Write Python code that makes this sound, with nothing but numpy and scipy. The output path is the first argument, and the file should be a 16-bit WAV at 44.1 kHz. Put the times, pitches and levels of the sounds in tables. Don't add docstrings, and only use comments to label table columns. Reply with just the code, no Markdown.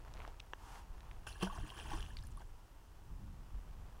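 import sys
import numpy as np
from scipy import signal
from scipy.fft import rfft, irfft
from scipy.io import wavfile

SR = 44100
rng = np.random.default_rng(int(sys.argv[2]) if len(sys.argv) > 2 else 0)


def pcm_store(signal):
    levels = np.round(np.clip(np.atleast_2d(signal), -1, 1) * 32767)
    wavfile.write(sys.argv[1], SR, levels.astype(np.int16).T)


N = 176400
TIME = np.arange(N) / SR
BUBBLE_ATTACK_CYCLES = 0.43
# (frequency [Hz], relative level [dB])
HUSH_COLOUR = [(300, 3.5), (620, -6.5), (880, 1.5), (1600, -8), (2250, -14), (2900, -10), (3800, -17),
               (5500, -14.5), (8000, -17.5), (15800, -21)]


def amp(db):
    return 10 ** (np.asarray(db) / 20)


def unit(x):
    return x / np.sqrt(np.mean(x ** 2) + 1e-20)


def colour(x, points):
    hz, db = np.transpose(points)
    f = np.fft.rfftfreq(N, 1 / SR) + 1
    skirt = np.minimum(f / hz[0], 1) ** 2 * np.minimum(hz[-1] / f, 1) ** 2
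    curve = amp(np.interp(np.log(f), np.log(hz), db))
    return unit(irfft(rfft(x) * skirt * curve, N))


def noise(points):
    return colour(rng.standard_normal(N), points)


def add(mix, s, sound):
    part = mix[max(round(s * SR), 0):][:len(sound)]
    part += sound[:len(part)]


def ring(hz, t60, attack_s, glide=0):
    t = np.arange(0, max(t60, .001), 1 / SR)
    tone = np.sin(2 * np.pi * np.cumsum(hz * 2 ** (glide * t)) / SR)
    return tone * np.exp(-np.log(1000) * t / t60) * (1 - np.exp(-t / attack_s))


def impacts(per_s, spread_db):
    size = amp(spread_db * np.minimum(rng.exponential(1, N), 3.5))
    return size * rng.choice([-1, 1], N) * (rng.random(N) < per_s / SR)


def fizz(lo_hz, hi_hz, per_s, spread_db, cycles):
    swarm = np.zeros(N)
    for hz in np.geomspace(lo_hz, hi_hz, 30):
        grain = ring(hz, cycles / hz, BUBBLE_ATTACK_CYCLES / hz, glide=2.3)
        swarm += np.sqrt(hz) * unit(signal.oaconvolve(impacts(per_s / 30, spread_db), grain)[:N])
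    return unit(swarm)


def slap():
    hit_s, width_s = 1.4264, 0.00057
    age = np.maximum(TIME - hit_s, 0) / width_s
    return amp(-24.5) * (1 - age) * np.exp(-age) * (1 - np.exp(-10 * age))


def splash():
    # (peak time [s], rise [s], decay [s], slosh level [dB], spray level [dB])
    surges = [(1.2677, 0.00064, 0.015, -48.5, -49.5), (1.285, 0.0062, 0.048, -57.5, -55),
              (1.4215, 0.0086, .004, -42.5, -49), (1.4274, 0.0023, 0.008, -37, -39.5),
              (1.456, 0.037, 0.015, -52, -51), (1.55, 0.13, 0.15, -56.5, -61),
              (1.678, 0.027, 0.044, -57.5, -60.5), (1.783, 0.037, 0.094, -55, -57),
              (1.934, 0.087, 0.1, -52.5, -55), (2.415, 0.014, 0.0098, -55, -69.5)]
    # (frequency [Hz], relative level [dB])
    slosh_colour = [(120, 19), (380, 1), (580, -4), (850, -1.5), (1100, 2.5), (1330, -8), (1600, -1),
                    (2200, -11.5), (3500, -26)]
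    spray_colour = [(1200, -7), (2300, -7), (2700, 2.5), (3250, 1), (3750, -10.5), (5500, -7.5),
                    (7600, -12), (10000, -7.5), (11500, -17.5), (13000, -30), (15500, -15)]
    slosh_power, spray_power = np.zeros((2, N))
    for s, rise, decay, slosh_db, spray_db in surges:
        swell = np.exp(-np.maximum((s - TIME) / rise, (TIME - s) / decay))
        slosh_power += (amp(slosh_db) * swell) ** 2
        spray_power += (amp(spray_db) * swell) ** 2
    slosh = fizz(347, 2195, per_s=1300, spread_db=4, cycles=15.7)
    slosh = colour(slosh + 0.17 * noise([(200, 0), (2200, 0)]), slosh_colour)
    spray = fizz(2310, 14870, per_s=4600, spread_db=5.5, cycles=60)
    spray = colour(spray + 0.47 * rng.standard_normal(N), spray_colour)
    return np.sqrt(slosh_power) * slosh + np.sqrt(spray_power) * spray


def bubbles():
    # (time [s], level [dB], starting pitch [Hz])
    air_pockets = [(1.271, -38, 1500), (1.355, -45, 1600), (1.422, -32, 2530), (1.4262, -27, 181),
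                   (1.4251, -34, 339), (1.427, -26, 3070), (1.427, -34.5, 447), (1.465, -39, 633),
                   (1.468, -38, 903), (1.473, -36.5, 1430), (1.4981, -35.5, 1055), (1.508, -36.5, 1084),
                   (1.526, -42, 824), (1.560, -40.5, 1000), (1.581, -43, 680), (1.634, -44.5, 294),
                   (1.720, -41.5, 1013), (1.856, -44, 874), (1.915, -36, 800), (1.931, -39.5, 1034),
                   (1.932, -40, 314), (2.104, -46, 1670), (2.236, -50, 1630), (2.374, -44.5, 1085)]
    rise_oct = 0.32
    plops = np.zeros(N)
    for s, db, hz in air_pockets:
        t60 = 0.034 / (hz / 1000) ** 0.89
        add(plops, s, amp(db) * ring(hz, t60, attack_s=0.0016, glide=rise_oct / t60))
    return plops


def drops():
    # (time [s], level [dB], starting pitch [Hz])
    landings = [(1.328, -46, 4130), (1.7025, -38.5, 3010), (1.780, -39.5, 2680), (1.799, -38.5, 2700),
                (2.006, -40.5, 3280), (2.027, -38.5, 2850), (2.05, -49, 3210), (2.063, -44.5, 2840),
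                (2.1694, -37, 4420), (2.188, -45, 3700), (2.226, -50.5, 4950), (2.269, -50, 9500),
                (2.319, -59, 6600), (2.372, -49.5, 9900), (2.396, -57, 4400)]
    # (frequency [Hz], relative level [dB])
    tick_colour = [(2500, 4), (5000, 0)]
    tick_decay_s, patter_s, patter_spread_s = 0.0018, 2.22, 0.17
    plinks, tick_envelope = np.zeros((2, N))
    for s, db, hz in landings:
        add(plinks, s, amp(db) * ring(hz, t60=0.0086, attack_s=BUBBLE_ATTACK_CYCLES / hz, glide=30))
        add(tick_envelope, s, 0.2 * amp(db) * np.exp(-TIME[:SR // 20] / tick_decay_s))
    ticks = tick_envelope * noise(tick_colour)
    shower = amp(-72.5) * np.exp(-.5 * ((TIME - patter_s) / patter_spread_s) ** 2)
    patter = shower * fizz(3260, 10700, per_s=260, spread_db=3.5, cycles=12)
    return plinks + ticks + patter


def gear_clicks():
    # (time [s], level [dB], band centre [Hz])
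    hits = [(.079, -51, 1300), (0.1387, -49, 3760), (.170, -50.5, 2000), (.177, -51, 1800),
            (0.203, -41.5, 1500), (.219, -47, 1400), (0.2504, -39, 1130), (0.277, -51.5, 5000),
            (.278, -41.5, 616), (0.3982, -49.5, 3320), (0.4016, -40, 3300), (.757, -49, 2500),
            (1.006, -53, 2920), (1.113, -47, 1980)]
    decay_s, width_oct, top_hz = 0.0011, .85, 9400
    clicks = np.zeros(N)
    t = TIME[:1024] - TIME[128]
    f = np.fft.rfftfreq(len(t), 1 / SR) + 1
    for s, db, hz in hits:
        band = np.exp(-.5 * (np.log2(f / hz) / width_oct) ** 2) / (1 + (f / top_hz) ** 6)
        burst = rng.standard_normal(len(t)) * (t >= 0) * np.exp(-abs(t) / decay_s)
        click = irfft(rfft(burst) * band / np.sqrt(f))
        add(clicks, s + t[0], amp(db) * click / np.linalg.norm(click) * np.sqrt(decay_s * SR / 2))
    return clicks


def reel_snap():
    # (frequency [Hz], level [dB], ring time to -60 dB [s])
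    modes = [(410, -38, 0.012), (990, -29, 0.0088), (1700, -30.5, 0.0089), (2800, -38, 0.011),
             (3290, -36, 0.0059), (5940, -41, 0.0037)]
    snap = np.zeros(N)
    for k, (hz, db, t60) in enumerate(modes):
        add(snap, s=.5342, sound=(-1) ** k * amp(db) * ring(hz, t60, attack_s=0.00054))
    return snap


def cloth():
    # (frequency [Hz], relative level [dB])
    sleeve_tilt = [(800, 0), (2000, -3.5), (9500, -5.5)]
    # (time [s], level [dB])
    handling = [(0, -64.5), (.21, -59.5), (.5, -71), (1.05, -65.5), (1.4, -70.5), (3.1, -73), (3.6, -68)]
    # (frequency [Hz], relative level [dB])
    rustle_colour = [(350, -1.5), (950, 1.5), (2250, -11), (2900, -12), (4000, -17), (10000, -28.5)]
    peak_s, rise_s, fall_s = 0.762, .11, 0.042
    swing = np.exp(-.5 * np.maximum((peak_s - TIME) / rise_s, (TIME - peak_s) / fall_s) ** 2)
    fibres = colour(impacts(per_s=11000, spread_db=3), HUSH_COLOUR)
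    swish = amp(-56.5) * swing * colour(fibres, sleeve_tilt)
    rustle = colour(impacts(per_s=1200, spread_db=3), rustle_colour)
    return swish + amp(np.interp(TIME, *np.transpose(handling))) * rustle


def air():
    # (peak time [s], half length [s], rumble level [dB], buffet level [dB])
    gusts = [(0.174, 0.16, -48.5, -82), (1.194, 0.43, -50.5, -77), (1.62, 0.05, -42, -59.5),
             (1.938, 0.097, -42.5, -55.5), (2.231, 0.16, -46, -61.5), (3.12, 0.025, -45, -67),
             (3.245, 0.13, -46.5, -55.5), (3.557, 0.026, -43.5, -62), (3.78, .16, -50, -64)]
    # (frequency [Hz], relative level [dB])
    rumble_colour = [(20, 0), (50, -3), (120, -17), (500, -48)]
    buffet_colour = [(90, 2), (170, -0.5), (500, -31.5)]
    breeze_db, hush_db = -56.5, -68.5
    rumble_power, buffet_power = np.full(N, amp(breeze_db) ** 2), np.zeros(N)
    for s, half_s, rumble_db, buffet_db in gusts:
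        swell = np.exp(-((TIME - s) / half_s) ** 2)
        rumble_power += amp(rumble_db) ** 2 * swell
        buffet_power += amp(buffet_db) ** 2 * swell
    hush = amp(hush_db) * noise(HUSH_COLOUR)
    rumble = np.sqrt(rumble_power) * noise(rumble_colour)
    buffet = np.sqrt(buffet_power) * noise(buffet_colour)
    return hush + rumble + buffet


def scene():
    bank_db, bank_t60_s = -9.5, 0.099
    water = slap() + splash() + bubbles() + drops()
    tail = rng.standard_normal(SR // 2) * np.exp(-np.log(1000) * TIME[:SR // 2] / bank_t60_s)
    scatter = signal.oaconvolve(water, tail / np.linalg.norm(tail))[:N]
    return (water + amp(bank_db) * scatter + gear_clicks() + reel_snap() + cloth() + air())[None]


def record(dry):
    high_cut = signal.firwin(511, cutoff=15900, window=("kaiser", 9), fs=SR)
    return signal.oaconvolve(dry, high_cut[None], "same")


dry = scene()
out = record(dry)
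pcm_store(out)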